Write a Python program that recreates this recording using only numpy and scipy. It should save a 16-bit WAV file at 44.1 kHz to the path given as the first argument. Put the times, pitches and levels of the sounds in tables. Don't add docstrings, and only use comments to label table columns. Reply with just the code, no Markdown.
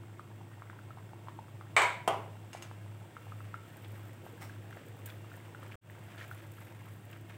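import sys
import numpy as np
from scipy import signal
from scipy.fft import rfft, irfft
from scipy.io import wavfile

SR = 44100
rng = np.random.default_rng(int(sys.argv[2]) if len(sys.argv) > 2 else 0)


def materialize(psi):
    bounded = np.clip(np.atleast_2d(psi).T, -1, 1)
    quanta = np.round(bounded * 32767).astype(np.int16)
    wavfile.write(sys.argv[1], SR, quanta)


N = 325017
TIME = np.arange(N) / SR

# f/Hz, level/dB
SQUELCH_COLOUR = [(150, -4.5), (450, -6.5), (850, -4.5), (1700, 5), (3200, -3), (4300, -12.5),
                  (8000, -17.5), (12000, -23)]
# f/Hz, level/dB
SPIT_COLOUR = [(1000, -29), (3000, -2), (5000, -19), (8000, 0), (11000, -8.5), (14500, 4.5), (16000, -6)]


def amp(db):
    return 10 ** (np.asarray(db) / 20)


def unit(x):
    return x / np.sqrt(np.mean(x ** 2) + 1e-20)


def at_hz(points, hz):
    f, value = np.transpose(points)
    return np.interp(np.log(hz + 1), np.log(f + 1), value)


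def follow(points):
    return np.interp(TIME, *np.transpose(points))


def add(mix, start_s, sound):
    part = mix[max(round(start_s * SR), 0):][:len(sound)]
    part += sound[:len(part)]


def swell(peak_s, rise_s, fall_s):
    t = TIME - peak_s
    return np.exp(-(np.minimum(t, 0) / rise_s) ** 2 - np.maximum(t, 0) / fall_s)


def stirred(start_s=3.5, ramp_s=0.094):
    return np.clip((TIME - start_s) / ramp_s, 0, 1)


def click(colour, size=4096):
    hz = abs(np.fft.fftfreq(size, 1 / SR))
    log_gain = np.log(amp(np.maximum(at_hz(colour, hz), -90)))
    spectrum = np.exp(np.conj(signal.hilbert(log_gain)))
    pulse = np.fft.ifft(spectrum).real[:size // 2]
    return pulse / np.linalg.norm(pulse)


def coloured(x, colour):
    return signal.oaconvolve(x, click(colour))[:N]


def narrow_noise(hz, width_hz):
    f = np.fft.rfftfreq(N, 1 / SR)
    return unit(irfft(rfft(rng.standard_normal(N)) / (1 + ((f - hz) / width_hz) ** 2), N))


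def impulses(per_s, spread_db):
    size = amp(spread_db * np.minimum(rng.exponential(1, N), 4)) * rng.choice([-1, 1], N)
    return size * (rng.random(N) < per_s / SR)


def room(x, size=30000):
    # f/Hz, t60/s
    decay = [(150, 0.79), (500, 0.54), (1200, 0.42), (3000, 0.44), (7000, 0.35), (15000, 0.51)]
    reflections = rng.choice([-1., 1.], size) * (rng.random(size) < 0.2)
    hz, t, bands = signal.stft(reflections, SR, nperseg=256)
    bands = bands * amp(-60 * t / at_hz(decay, hz)[:, None])
    tail = signal.istft(bands, SR, nperseg=256)[1]
    tail *= 1 - np.exp(-np.arange(len(tail)) / SR / 0.00067)
    return signal.fftconvolve(x, tail / np.linalg.norm(tail))[:len(x)]


def bubble(hz, cycles, size=1500):
    turns = hz * np.arange(size) / SR
    envelope = (1 - np.exp(-(turns / 0.5) ** 2)) * np.exp(-turns / cycles)
    wave = envelope * np.sin(2 * np.pi * (turns + 0.053 * turns ** 2 / (turns + 3)))
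    return wave / abs(wave).max()


def fizz(low_hz, high_hz, per_s, spread_db, cycles):
    out = np.zeros(N)
    for when, pitch, rarity in rng.random((int(per_s * N / SR), 3)):
        hz = low_hz * (high_hz / low_hz) ** pitch
        size_db = spread_db * min(-np.log(1 - rarity), 3)
        add(out, when * N / SR, amp(size_db) * unit(bubble(hz, cycles)))
    return unit(out)


def plopping(splash_db=-26, splash_decay_s=0.013):
    # t/s, peak/dB, f/Hz, decay/cycles
    bursts = [(0.195, -35, 1170, 2.4), (0.314, -44.5, 930, 1.2), (0.411, -44, 820, 1.3),
              (0.621, -34.5, 1130, 1.2), (0.699, -34.5, 1380, 1.1), (0.731, -44, 1000, 2),
              (0.79, -42, 1390, 2.5), (0.906, -41.5, 1250, 5), (0.973, -43, 940, 1.8),
              (0.985, -43, 1140, 1.4), (1.133, -40, 800, 1.8), (1.272, -40, 920, 1.1),
              (1.284, -32, 1000, 1.5), (1.389, -35.5, 865, 2.8), (1.611, -36.5, 1170, 1.4),
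              (2.549, -32, 690, 0.78), (2.713, -36, 890, 0.43), (3.167, -34, 1270, 2.4),
              (3.268, -41.5, 784, 1.2), (3.321, -38, 1200, 3.9), (3.405, -38.5, 1250, 1.6),
              (3.542, -30.5, 1300, 3.5), (3.847, -43, 3100, 1.5), (4.265, -38, 690, 0.47),
              (4.496, -40, 1520, 2.9), (4.709, -43, 1690, 2), (4.728, -38.5, 1380, 1.7),
              (4.769, -40.5, 630, 1.1), (4.772, -38, 1670, 1.1), (5.101, -42, 3250, 4),
              (5.317, -41, 1400, 2.5), (5.34, -43, 1720, 3.3), (5.548, -38.5, 1380, 3.6),
              (5.629, -38, 1180, 1.8), (5.721, -41.5, 2250, 2.3), (5.899, -41.5, 1760, 2.2),
              (6.211, -39.5, 1760, 8.4), (6.313, -34, 1370, 3.1)]
    plops, splash_envelope = np.zeros(N), np.zeros(N)
    fall = np.exp(-TIME[:3000] / splash_decay_s)
    for start_s, db, hz, cycles in bursts:
        add(plops, start_s, amp(db) * bubble(hz, cycles))
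        add(splash_envelope, start_s, amp(db + splash_db) * fall)
    splashes = splash_envelope * coloured(rng.standard_normal(N), SQUELCH_COLOUR)
    lesser = amp(-74) * fizz(650, 1180, per_s=4, spread_db=0, cycles=1.3)
    return plops + splashes + lesser


def seething():
    # f/Hz, level/dB
    seethe_colour = [(60, -42), (300, -2.5), (600, 0.5), (1200, -3), (2000, -5), (3400, -8.5),
                     (4100, -16.5), (6800, -18.5), (7650, -13), (7950, -14), (8200, -12), (9500, -20.5),
                     (12000, -22), (15000, -17)]
    # t/s, gain/dB
    heat = [(0, -2), (1.7, -1), (2.6, 0), (4.5, 0.5), (5.7, 0.5), (7.37, -2)]
    # f/Hz, level/dB
    pan_modes = [(339, -70.5), (1346, -86), (1855, -76), (2164, -80.5), (2767, -81)]
    bubbles = amp(-67.5) * fizz(503, 2040, per_s=80, spread_db=3.2, cycles=3.6)
    crackle = amp(-61.5) * unit(coloured(impulses(per_s=7000, spread_db=2), seethe_colour))
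    pan = sum(amp(db) * narrow_noise(hz, width_hz=7.8) for hz, db in pan_modes)
    return amp(follow(heat)) * (bubbles + crackle) + pan


def stove(hum_hz=104.42, throb_hz=1.74, flutter_hz=6.93, throb_crest_s=3.415, flutter_crest_s=3.46):
    # f/Hz, level/dB
    rush_colour = [(30, -46.5), (55, -21), (80, -9), (110, 4), (135, 1), (185, -3), (250, -10), (310, -6),
                   (450, -14), (800, -18.5), (2000, -51.5)]
    middle_s, spread_s = 3.5, 1.7
    surge = np.exp(-abs((TIME - middle_s) / spread_s) ** 3)
    turns = hum_hz * TIME + 0.011 * narrow_noise(0, width_hz=2.8)
    roughness = 0.069 * narrow_noise(hum_hz, width_hz=11)
    hum = amp(-52 + 1.2 * surge) * (np.sin(2 * np.pi * turns) + roughness)
    throb = amp(-54.5) * surge * np.sin(2 * np.pi * (turns - throb_hz * (TIME - throb_crest_s)))
    flutter = amp(-65.5) * np.sin(2 * np.pi * (turns - flutter_hz * (TIME - flutter_crest_s)))
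    rush = amp(-55) * unit(coloured(rng.standard_normal(N), rush_colour))
    return np.sqrt(2) * (hum + throb + flutter) + rush


def strikes(blows, colour, modes, ring_db, crack_db, echo_s, echo_gain, size=33000):
    # f/Hz, level/dB
    crack_colour = [(500, -16.5), (3000, -3), (5000, -15), (8500, -2), (11500, -16), (16000, -16)]
    crack_decay_s = 0.0093
    t, thud, out = np.arange(size) / SR, np.zeros(size), np.zeros(N)
    ring = sum(amp(db - 60 * t / t60_s) * np.sin(2 * np.pi * (hz * t + rng.random()))
               for hz, db, t60_s in modes)
    ring *= amp(ring_db) / np.linalg.norm(ring)
    add(thud, 0, click(colour))
    add(thud, echo_s, echo_gain * click(colour))
    thud /= np.linalg.norm(thud)
    for start_s, db, room_db in blows:
        crack = coloured(rng.standard_normal(size), crack_colour)[:size] * np.exp(-t / crack_decay_s)
        crack *= amp(crack_db) / np.linalg.norm(crack)
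        add(out, start_s, amp(db) * (thud + crack + ring + amp(room_db) * room(thud)))
    return out


def dish_clack():
    # t/s, level/dB, room gain/dB
    blows = [(1.7654, 1, 8.5), (1.767, -3.5, 9), (1.8195, -1.5, 4.5)]
    # f/Hz, level/dB
    colour = [(120, -64), (250, -24), (400, -10.5), (600, -6), (1040, 2), (1550, -4), (2000, -1), (2300, 2),
              (2700, -10), (4000, -15), (5400, -26.5), (8100, -17), (9000, -32.5), (15500, -43)]
    # f/Hz, level/dB, t60/s
    modes = [(377.4, -6, 0.29), (767, -10.5, 0.35), (975, 2.5, 0.49), (965, -16.5, 0.98),
             (1073, -4.5, 0.27), (1153, -12.5, .3), (1253, -16, 0.18), (1520, -29, 0.18), (2103, -6, 0.22),
             (2220, -2.5, .33), (2225, -11, .48), (2265, 0, 0.33), (2380, -23, 0.67), (7100, -27, .2),
             (8050, -11, 0.39)]
    return strikes(blows, colour, modes, ring_db=2, crack_db=-18, echo_s=0.001347, echo_gain=0.23)


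def wood_knock():
    # t/s, level/dB, room gain/dB
    blows = [(2.077, -3.5, 6)]
    # f/Hz, level/dB
    colour = [(50, -62), (150, -8), (280, -11), (400, 0.5), (550, -2.5), (675, 0.5), (1060, 4),
              (1650, -12.5), (3000, -12), (4000, -28), (8000, -29.5), (16000, -43)]
    # f/Hz, level/dB, t60/s
    modes = [(430, -8, 0.55), (665, 4, 0.34), (715, -5.5, .25), (790, -1, 0.47), (936, -13, 0.57),
             (1030, -9, 0.29), (1220, -8, 0.18), (3210, -6, 0.16), (3100, -2.5, 0.12)]
    return strikes(blows, colour, modes, ring_db=4, crack_db=-9, echo_s=0.00142, echo_gain=0.17)


def utensil_clinks():
    # t/s, level/dB, room gain/dB
    blows = [(2.5315, -28, 8.5), (2.572, -35, -6), (2.624, -24.5, 3)]
    # f/Hz, level/dB
    colour = [(300, -39), (800, 13), (2800, 9), (4200, -0.5), (6500, 1.5), (10500, -7), (15000, -31)]
    # f/Hz, level/dB, t60/s
    modes = [(2790, 6, 0.056), (5250, 0, 0.045), (6420, 3, 0.051), (6650, -8, .12), (7860, -7, .12),
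             (9200, -12, .1), (12700, -8, .07)]
    return strikes(blows, colour, modes, ring_db=2.5, crack_db=-5, echo_s=0.003, echo_gain=0.42)


def sloshing():
    # t/s, level/dB
    slosh = [(3.1, -90), (3.3, -71), (3.8, -63.5), (4.2, -60.5), (4.6, -64), (4.75, -60.5), (5.2, -66.5),
             (5.7, -59), (6, -79), (7.37, -83)]
    return amp(follow(slosh)) * fizz(227, 555, per_s=160, spread_db=2.5, cycles=2)


def stirring(lapping_db=-72.5):
    # peak t/s, decay/s, squelch level/dB, relative sizzle level/dB
    pushes = [(3.25, .12, -63, -69), (3.42, 0.054, -61, -68), (3.69, 0.11, -63, -73), (3.85, .05, -63, -73),
              (3.97, 0.062, -59, -67.5), (4.28, 0.033, -60.5, -66), (4.5, 0.096, -64, -77),
              (4.75, .08, -60, -74), (5.09, 0.056, -57, -64), (5.33, .08, -63, -68),
              (5.46, .08, -64.5, -74), (5.64, 0.19, -56, -71), (6.07, 0.22, -58.5, -70),
              (6.2, 0.089, -53.5, -69), (6.32, 0.16, -60, -62), (6.6, .16, -56, -64),
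              (6.88, 0.14, -67, -65), (7.128, 0.039, -56, -75), (7.31, 0.089, -59, -68.5)]
    squelch_gain, sizzle_gain = amp(lapping_db) * stirred(), np.zeros(N)
    for peak_s, decay_s, squelch_db, sizzle_db in pushes:
        push = swell(peak_s, rise_s=0.044, fall_s=decay_s)
        squelch_gain = np.hypot(squelch_gain, amp(squelch_db) * push)
        sizzle_gain = np.hypot(sizzle_gain, amp(sizzle_db) * push)
    gulps = amp(7.9 * np.tanh(narrow_noise(0, width_hz=30)))
    squelch = unit(gulps * coloured(impulses(per_s=2500, spread_db=1.5), SQUELCH_COLOUR))
    pops = fizz(450, 3000, per_s=160, spread_db=2.4, cycles=2.4)
    pips = fizz(8500, 15300, per_s=110, spread_db=4, cycles=4)
    flicker = amp(8.1 * np.tanh(narrow_noise(0, width_hz=70)))
    hiss = unit(coloured(flicker * impulses(per_s=6800, spread_db=-1), SPIT_COLOUR))
    sizzle = amp(-3.5) * unit(0.55 * pips + hiss)
    return squelch_gain * unit(squelch + 0.68 * pops) + sizzle_gain * sizzle


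def spitting(large_decay_s=0.0072, small_decay_s=0.0041):
    # t/s, peak/dB
    droplets = [(3.918, -52), (4.052, -55), (4.764, -56), (5.059, -33.5), (5.632, -55), (5.907, -59),
                (6.305, -51), (6.346, -55), (6.861, -56)]
    t, large = TIME[:800], np.zeros(N)
    for start_s, db in droplets:
        steam = np.exp(-t / large_decay_s) * rng.standard_normal(len(t))
        burst = signal.fftconvolve(steam, click(SPIT_COLOUR))
        add(large, start_s, amp(db) * burst / abs(burst).max())
    flashes = signal.oaconvolve(impulses(per_s=14, spread_db=2.5), np.exp(-t / small_decay_s))[:N]
    small = unit(coloured(flashes * rng.standard_normal(N), SPIT_COLOUR))
    return large + amp(-74.5) * stirred() * small


def scraping():
    # f/Hz, level/dB
    colour = [(300, -19), (700, 4.5), (2000, 1), (4000, -11), (5100, -12), (5550, -4), (6100, -15),
              (8500, -9), (10500, -17), (15000, -13)]
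    stroke = amp(-48) * swell(peak_s=4.425, rise_s=0.019, fall_s=0.034)
    return stroke * unit(coloured(impulses(per_s=2200, spread_db=2.5), colour))


def scene():
    soup = plopping() + seething() + stirring() + sloshing() + spitting() + scraping()
    return (soup + amp(-9) * room(soup) + stove() + dish_clack() + wood_knock() + utensil_clinks())[None]


def record(dry):
    # stop t/s, restart t/s, full level t/s
    dropout = (5.756, 5.812, 5.905)
    stop_s, restart_s, full_s = dropout
    fade_in = np.clip((TIME - restart_s) / (full_s - restart_s), 0, 1)
    gate = np.where(TIME < stop_s, 1, fade_in)
    cutoff_hz = 15900
    lowpass = signal.firwin(511, cutoff_hz, window=("kaiser", 9), fs=SR)
    return signal.oaconvolve(dry * gate, lowpass[None], "same")


dry = scene()
out = record(dry)
materialize(out)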